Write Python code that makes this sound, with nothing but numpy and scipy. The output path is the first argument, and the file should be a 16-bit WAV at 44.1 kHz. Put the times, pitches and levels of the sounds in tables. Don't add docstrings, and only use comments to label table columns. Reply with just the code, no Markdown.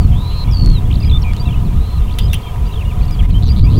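import sys
import numpy as np
from scipy import signal
from scipy.io import wavfile
from scipy.ndimage import uniform_filter1d

SR = 44100
rng = np.random.default_rng(int(sys.argv[2]) if len(sys.argv) > 2 else 0)


def wav_record(signal):
    frames = np.transpose(np.atleast_2d(signal))
    bounded = np.clip(frames, -1, 1)
    quanta = np.round(bounded * 32767).astype(np.int16)
    wavfile.write(sys.argv[1], SR, quanta)


def gain_from_db(level_db):
    decades = np.asarray(level_db, float) / 20
    return 10 ** decades


N = 167139


def evened(x):
    return x / np.sqrt(np.mean(x ** 2) + 1e-20)


def read(points, hz):
    f, value = np.transpose(points)
    return np.interp(np.log(hz + 1), np.log(f + 1), value)


def add(mix, start_s, sound):
    part = mix[round(start_s * SR):][:len(sound)]
    part += sound[:len(part)]


def drift(seconds, count=N):
    width = round(seconds * SR)
    once = uniform_filter1d(rng.standard_normal(count), width)
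    return evened(uniform_filter1d(once, width))


def shaped(field, size):
    hz = np.fft.rfftfreq(size, 1 / SR)
    t = np.arange(4 * N // size + 5) * size / 4 / SR
    real, imag = rng.standard_normal((len(t), len(hz), 2)).T
    spectra = (real + 1j * imag) * gain_from_db(field(hz[:, None], t))
    return signal.istft(spectra, nperseg=size, noverlap=3 * size // 4)[1][:N]


def phrase(row, waver_hz=None, bend=1, swell_db=0, pulses_per_s=0, open_share=1, sweep_hz=0,
           haste_per_s=0, sag_hz=0):
    start_s, length_s, first_hz, last_hz, level_db = row
    haste_s, edge_s = .05, .002
    t = np.arange(0, length_s, 1 / SR)
    left = 1 - t / length_s
    path = left ** bend if bend > 0 else 1 - (1 - left) ** -bend

    pulses = pulses_per_s * t + haste_per_s * haste_s * (1 - np.exp(-t / haste_s))
    place = pulses % 1 / open_share
    gate = np.sin(np.pi * np.clip(place, 0, 1)) ** .6 if pulses_per_s else 1

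    hz = last_hz + (first_hz - last_hz) * path + sag_hz * left
    hz = hz + sweep_hz * (np.minimum(place, 1) - .5)
    if waver_hz is not None:
        hz = hz + np.resize(waver_hz[round(start_s * SR):], len(t))
    edge = np.clip(np.minimum(t, length_s - t) / edge_s, 0, 1)
    tone = np.sin(2 * np.pi * np.cumsum(hz) / SR)
    return np.sqrt(2) * gain_from_db(level_db + swell_db * path) * edge * gate * tone


def sing(mix, rows, waver_hz=None, **manner):
    for row in rows:
        add(mix, row[0], phrase(row, waver_hz, **manner))


# start_s, length_s, first_hz, last_hz, level_db
GLIDE_NOTES = [(0, .057, 4800, 4200, -44), (.727, .066, 4350, 3650, -34), (1.062, .021, 5000, 4850, -41),
               (.902, .01, 1950, 2750, -40), (3.244, .021, 2170, 2050, -41), (1.219, .007, 5700, 5200, -35),
               (1.227, .007, 4900, 3800, -34), (1.235, .008, 3500, 2500, -36),
               (1.346, .026, 2950, 3200, -43), (3.228, .016, 1700, 2170, -43),
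               (1.368, .013, 4500, 3350, -39), (1.381, .013, 3450, 4200, -41),
               (1.396, .025, 4600, 4720, -35), (1.649, .04, 4450, 3350, -48), (.478, .075, 3480, 3250, -46),
               (2.418, .008, 5000, 3900, -44), (2.43, .06, 3250, 3150, -41), (2.658, .024, 4600, 4750, -45),
               (2.249, .017, 5000, 5000, -41), (3.31, .028, 4550, 3750, -43),
               (3.452, .042, 6500, 5150, -45), (3.484, .028, 3100, 2300, -43),
               (3.634, .066, 2150, 2720, -41), (3.725, .035, 2900, 3500, -44),
               (3.302, .009, 3000, 4550, -42)]
HOOK_NOTES = [(1.001, .012, 2900, 4950, -36), (1.023, .017, 2900, 4880, -36),
              (1.045, .017, 2900, 4950, -36), (1.096, .009, 3100, 4000, -28),
              (1.111, .012, 3000, 3620, -29), (1.123, .057, 3250, 3570, -27),
              (2.188, .011, 3300, 4900, -41), (2.208, .018, 3300, 4830, -40), (2.23, .017, 3300, 4950, -40),
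              (2.281, .009, 3200, 4000, -42), (3.341, .044, 2850, 3150, -33),
              (3.492, .032, 4350, 4780, -31), (3.631, .031, 4400, 4750, -36), (3.77, .02, 4400, 4750, -39),
              (3.108, .015, 4000, 4950, -44), (3.018, .007, 3600, 4500, -45),
              (3.079, .008, 3500, 4600, -42)]
DROOP_NOTES = [(3.006, .012, 2600, 2100, -40), (3.297, .018, 2650, 2100, -43),
               (1.095, .014, 2800, 2350, -39), (1.064, .03, 3300, 3150, -41)]
BUZZ_NOTES = [
    (.125, .243, 2900, 4080, -35),
    (1.74, .24, 3300, 4150, -42),
]
TRILL_NOTES = [
    (.51, .213, 5500, 4280, -28),
    (2.297, .04, 3500, 3600, -34),
]
SAW_NOTES = [
    (.91, .056, 2780, 4330, -32),
    (2.093, .056, 2700, 4550, -40),
]
RATTLE_NOTES = [
    (1.244, .072, 2470, 2260, -32),
]
STEP_NOTES = [
    (1.454, .1, 3950, 2500, -34),
    (2.721, .1, 3950, 2600, -34),
]
REEL_NOTES = [
    (3.424, .07, 3950, 4150, -29),
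    (3.562, .071, 3950, 4150, -32),
    (3.7, .071, 3950, 4150, -36),
]
PLUNGE_NOTES = [
    (3.189, .026, 3330, 1950, -36),
    (3.024, .021, 4560, 3300, -44),
    (3.122, .032, 4950, 4200, -41),
    (.368, .074, 4150, 4030, -30),
]


def lark(waver_hz):
    x = np.zeros(N)
    trill = dict(bend=14, swell_db=-10, pulses_per_s=74, open_share=.62, sweep_hz=-100)
    buzz = dict(pulses_per_s=220, open_share=.95, sweep_hz=-250)
    sing(x, GLIDE_NOTES, waver_hz)
    sing(x, HOOK_NOTES, waver_hz, bend=7, swell_db=-1)
    sing(x, DROOP_NOTES, waver_hz, bend=.36, swell_db=-1)
    sing(x, BUZZ_NOTES, waver_hz, bend=3.2, swell_db=-9, **buzz)
    sing(x, SAW_NOTES, waver_hz, bend=1.2, swell_db=1, pulses_per_s=69, open_share=.62, sweep_hz=-1700)
    sing(x, PLUNGE_NOTES[:3], waver_hz, bend=-2.6)
    sing(x, PLUNGE_NOTES[3:], waver_hz, bend=-3, **buzz)
    sing(x, RATTLE_NOTES, waver_hz, pulses_per_s=105, open_share=.88, sweep_hz=100)
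    sing(x, TRILL_NOTES[:1], haste_per_s=20, sag_hz=330, **trill)
    sing(x, TRILL_NOTES[1:], waver_hz, **trill)
    sing(x, STEP_NOTES, waver_hz, swell_db=-3, pulses_per_s=57.5, open_share=.65, sweep_hz=330)
    sing(x, REEL_NOTES, waver_hz, swell_db=-1, pulses_per_s=125, open_share=.5, sweep_hz=-1500)
    flutter_db = 1.4 * drift(.008)
    return x * gain_from_db(flutter_db)


# start_s,
# length_s, first_hz, last_hz, level_db
NEIGHBOUR_NOTES = [(.307, 0.026, 2970, 2950, -45), (.318, 0.016, 2250, 2490, -55),
                   (.44, .02, 2230, 2700, -44), (.472, 0.011, 2440, 2050, -40),
                   (.482, 0.036, 2070, 2560, -47), (.115, 0.016, 3320, 3130, -41),
                   (.356, 0.013, 3100, 2980, -48), (0.851, 0.021, 3360, 3380, -44),
                   (1.007, 0.023, 2780, 2600, -40.5), (1.021, 0.011, 1900, 2500, -57.5),
                   (1.031, 0.018, 2540, 2220, -39), (1.046, 0.0083, 2280, 2720, -43),
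                   (1.073, .01, 2580, 2150, -41), (1.112, 0.0099, 2280, 2650, -39),
                   (1.455, 0.032, 2780, 2660, -37), (1.485, .014, 2510, 2200, -41),
                   (1.496, .014, 2200, 2630, -44), (1.553, .035, 2950, 2950, -44),
                   (1.6, 0.018, 2970, 3270, -47), (2.65, 0.011, 3760, 4150, -53),
                   (2.677, .009, 3000, 2750, -44), (2.691, 0.0089, 2980, 2670, -39),
                   (2.702, 0.017, 2480, 2900, -42), (2.732, .011, 3330, 2980, -40),
                   (2.804, 0.04, 2520, 1820, -49), (2.818, 0.01, 2620, 2400, -37),
                   (2.849, .05, 2850, 2880, -41), (2.899, .024, 2880, 2200, -41),
                   (3.042, .02, 4600, 4750, -52), (3.052, .008, 5200, 5000, -46),
                   (3.091, 0.01, 4600, 4000, -44), (3.102, 0.0099, 2450, 2300, -39.5),
                   (1.978, .014, 4100, 3800, -41), (3.192, 0.021, 2725, 2070, -42),
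                   (3.51, 0.0044, 2240, 1800, -38), (2.46, .04, 2500, 2200, -44.5),
                   (2.206, 0.062, 3130, 3120, -45.5)]


def neighbour(waver_hz):
    x = np.zeros(N)
    sing(x, NEIGHBOUR_NOTES, 2 * waver_hz)
    ragged_db = 1.5 * drift(.004)
    return x * gain_from_db(ragged_db)


def ground_smeared(song):
    echo_db, echo_t60_s, count = -17, .12, 5000
    decay = gain_from_db(-60 * np.arange(count) / SR / echo_t60_s)
    echo = evened(rng.standard_normal(count) * decay) / np.sqrt(count)
    return song + gain_from_db(echo_db) * signal.oaconvolve(song, echo)[:N]


# time_s, level_db
GUST_LEVELS = [(0.0, -5.5), (0.37, -15.5), (0.67, -6), (0.75, -9), (1.13, -8), (1.37, -14), (1.46, -11),
               (1.78, -10), (1.83, -14), (2.13, -11.5), (2.15, -13), (2.33, -11.5), (2.43, -20),
               (2.66, -12), (2.75, -17), (3.28, -8), (3.74, -6), (3.79, -2.5)]
# freq_hz, density_db (per Hz)
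BUFFET_SPECTRUM = [(8.8, -54), (15, 0), (37, -4), (54, -0.5), (122, -6.5), (189, -14.5), (600, -44.5),
                   (780, -49), (1320, -120)]


def wind():
    lump_db, lump_s, brighten_per_octave = 1.5, .022, .44
    time_s, level_db = np.transpose(GUST_LEVELS)

    def field(hz, t):
        below_peak_db = np.interp(t, time_s, level_db) - level_db.max()
        tilt_db = brighten_per_octave * below_peak_db * np.log2(1 + hz / 100)
        return read(BUFFET_SPECTRUM, hz) - 200 * (hz > 700) + tilt_db

    x = shaped(field, size=4096)
    x = x / np.sqrt(uniform_filter1d(x ** 2, SR // 4))
    x = evened(x * gain_from_db(lump_db * drift(lump_s)))
    return x * gain_from_db(np.interp(np.arange(N) / SR, time_s, level_db))


# start_s, level_db, main_hz
SHUTTER_SNAPS = [
    (2.187, -15.5, 3494),
    (2.19, -19.5, 2910),
    (2.332, -13.5, 2720),
    (2.34, -17.5, 2970),
    (2.343, -21, 2810),
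]
# freq_hz, level_db, t60_s; main_hz replaces the first frequency
BODY_BANDS = [(2827, 2, 0.058), (3146, -3, 0.14), (5900, -17, 0.017), (10050, -1, 0.02), (12180, -5, 0.032),
              (15300, -10, .02)]
# freq_hz, level_db, t60_s
SPRING_RINGS = [(13650, -27, .2), (5900, -13, .05)]


def shutter():
    body_width_hz, crack_db, crack_t60_s = 780, 1, .0085
    x, t = np.zeros(N), np.arange(6000) / SR
    high = signal.butter(3, 1800, "high", fs=SR)
    for start_s, level_db, main_hz in SHUTTER_SNAPS:
        bands = [(main_hz, *BODY_BANDS[0][1:])] + BODY_BANDS[1:]
        noise = rng.standard_normal((len(bands), len(t)))
        shake = evened(uniform_filter1d(noise, round(SR / body_width_hz)))
        ring = np.zeros(len(t))
        for (hz, db, t60_s), wobble in zip(bands, shake):
            ring += gain_from_db(db - 60 * t / t60_s) * np.sin(2 * np.pi * hz * t) * (.53 + .88 * wobble)
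        for hz, db, t60_s in SPRING_RINGS:
            ring += gain_from_db(db - 60 * t / t60_s) * np.sin(2 * np.pi * hz * t)
        crack = signal.lfilter(*high, rng.standard_normal(len(t))) * gain_from_db(crack_db - 60 * t / crack_t60_s)
        add(x, start_s, gain_from_db(level_db) * (ring + crack) / 2)
    return x


# start_s, level_db, brightness_hz
DRY_TICKS = [(.645, -34, 7000), (.661, -26.5, 8900), (.674, -27, 2010), (.699, -31, 8000),
             (1.335, -24, 5450), (1.366, -28, 5500), (2.56, -30, 2500), (3.11, -29.5, 8950),
             (3.228, -37, 6000), (3.445, -28, 3000), (3.787, -30, 12000)]


def dry_ticks():
    tick_t60_s = .006
    x, t = np.zeros(N), np.arange(6000) / SR
    for start_s, level_db, brightness_hz in DRY_TICKS:
        band = signal.butter(2, [700, min(brightness_hz, 15000)], "band", fs=SR)
        burst = rng.standard_normal(len(t)) + 4 * (t == 0)
        knock = burst * gain_from_db(level_db - 60 * t / tick_t60_s)
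        add(x, start_s, signal.lfilter(*band, knock) * np.sqrt(SR / 2 / brightness_hz))
    return x


# freq_hz, width_hz, level_db
WHIR_BANDS = [(438, 48, -45.5), (716.3, 12.2, -45.5), (988, 54, -43), (1238, 23, -48.5)]


def whir():
    x = np.zeros(N)
    for hz, width_hz, level_db in WHIR_BANDS:
        r = np.exp(-np.pi * width_hz / SR)
        poles = [1, -2 * r * np.cos(2 * np.pi * hz / SR), r * r]
        band = evened(signal.lfilter([1], poles, rng.standard_normal(N)))
        x += gain_from_db(level_db + 2.43 * drift(.068)) * band
    return x


# freq_hz, density_db (per Hz)
AIR_SPECTRUM = [(250, -7), (330, -0.5), (1250, -9.5), (1450, -14.5), (3500, -17.5), (5000, -23.5),
                (16000, -25.5)]


def air():
    level_db = -38.5
    wash = shaped(lambda hz, t: read(AIR_SPECTRUM, hz) - 60 * (hz < 250) + 0 * t, size=1024)
    return gain_from_db(level_db) * evened(wash)


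def far_larks(count=900):
    level_db, low_hz, high_hz, smear_t60_s = -47.5, 2100, 3600, .07
    x = np.zeros(N)
    for when, long, pitch, slide, faint in rng.random((count, 5)):
        first_hz = low_hz + pitch * (high_hz - low_hz)
        last_hz = first_hz * (.8 + .4 * slide)
        length_s = .008 + .03 * long ** 2
        add(x, when * N / SR, phrase((0, length_s, first_hz, last_hz, -8 * faint)))
    smear = rng.standard_normal(4000) * gain_from_db(-60 * np.arange(4000) / SR / smear_t60_s)
    return gain_from_db(level_db) * evened(signal.oaconvolve(x, smear)[:N])


DUCK_TIMES = [3.263, 3.313, 3.446, 3.6, 3.62]


def scene():
    gusts = wind()
    background = air() + whir()
    waver_hz = 11 * drift(.012)
    song = ground_smeared(lark(waver_hz) + neighbour(waver_hz))
    quiet = background + song + far_larks() + shutter() + dry_ticks()

    duck_db, duck_s = -7, .022
    late_s = np.arange(N) / SR - np.c_[DUCK_TIMES]
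    dip_db = duck_db * np.sum((late_s > 0) * np.exp(-(late_s / duck_s) ** 2), axis=0)
    dip = gain_from_db(uniform_filter1d(dip_db, size=128))
    return (gusts + dip * quiet)[None]


def band_limit(x):
    return signal.sosfilt(signal.butter(12, 16450, fs=SR, output="sos"), x)


def record(dry):
    knee, top_hz = 4, 15850
    held = dry / (1 + abs(dry) ** (2 * knee)) ** (.5 / knee)
    lowpass = signal.firwin(401, top_hz, fs=SR)
    mix = signal.oaconvolve(held, lowpass[None], "same")
    return band_limit(mix)


dry = scene()
out = record(dry)
wav_record(out)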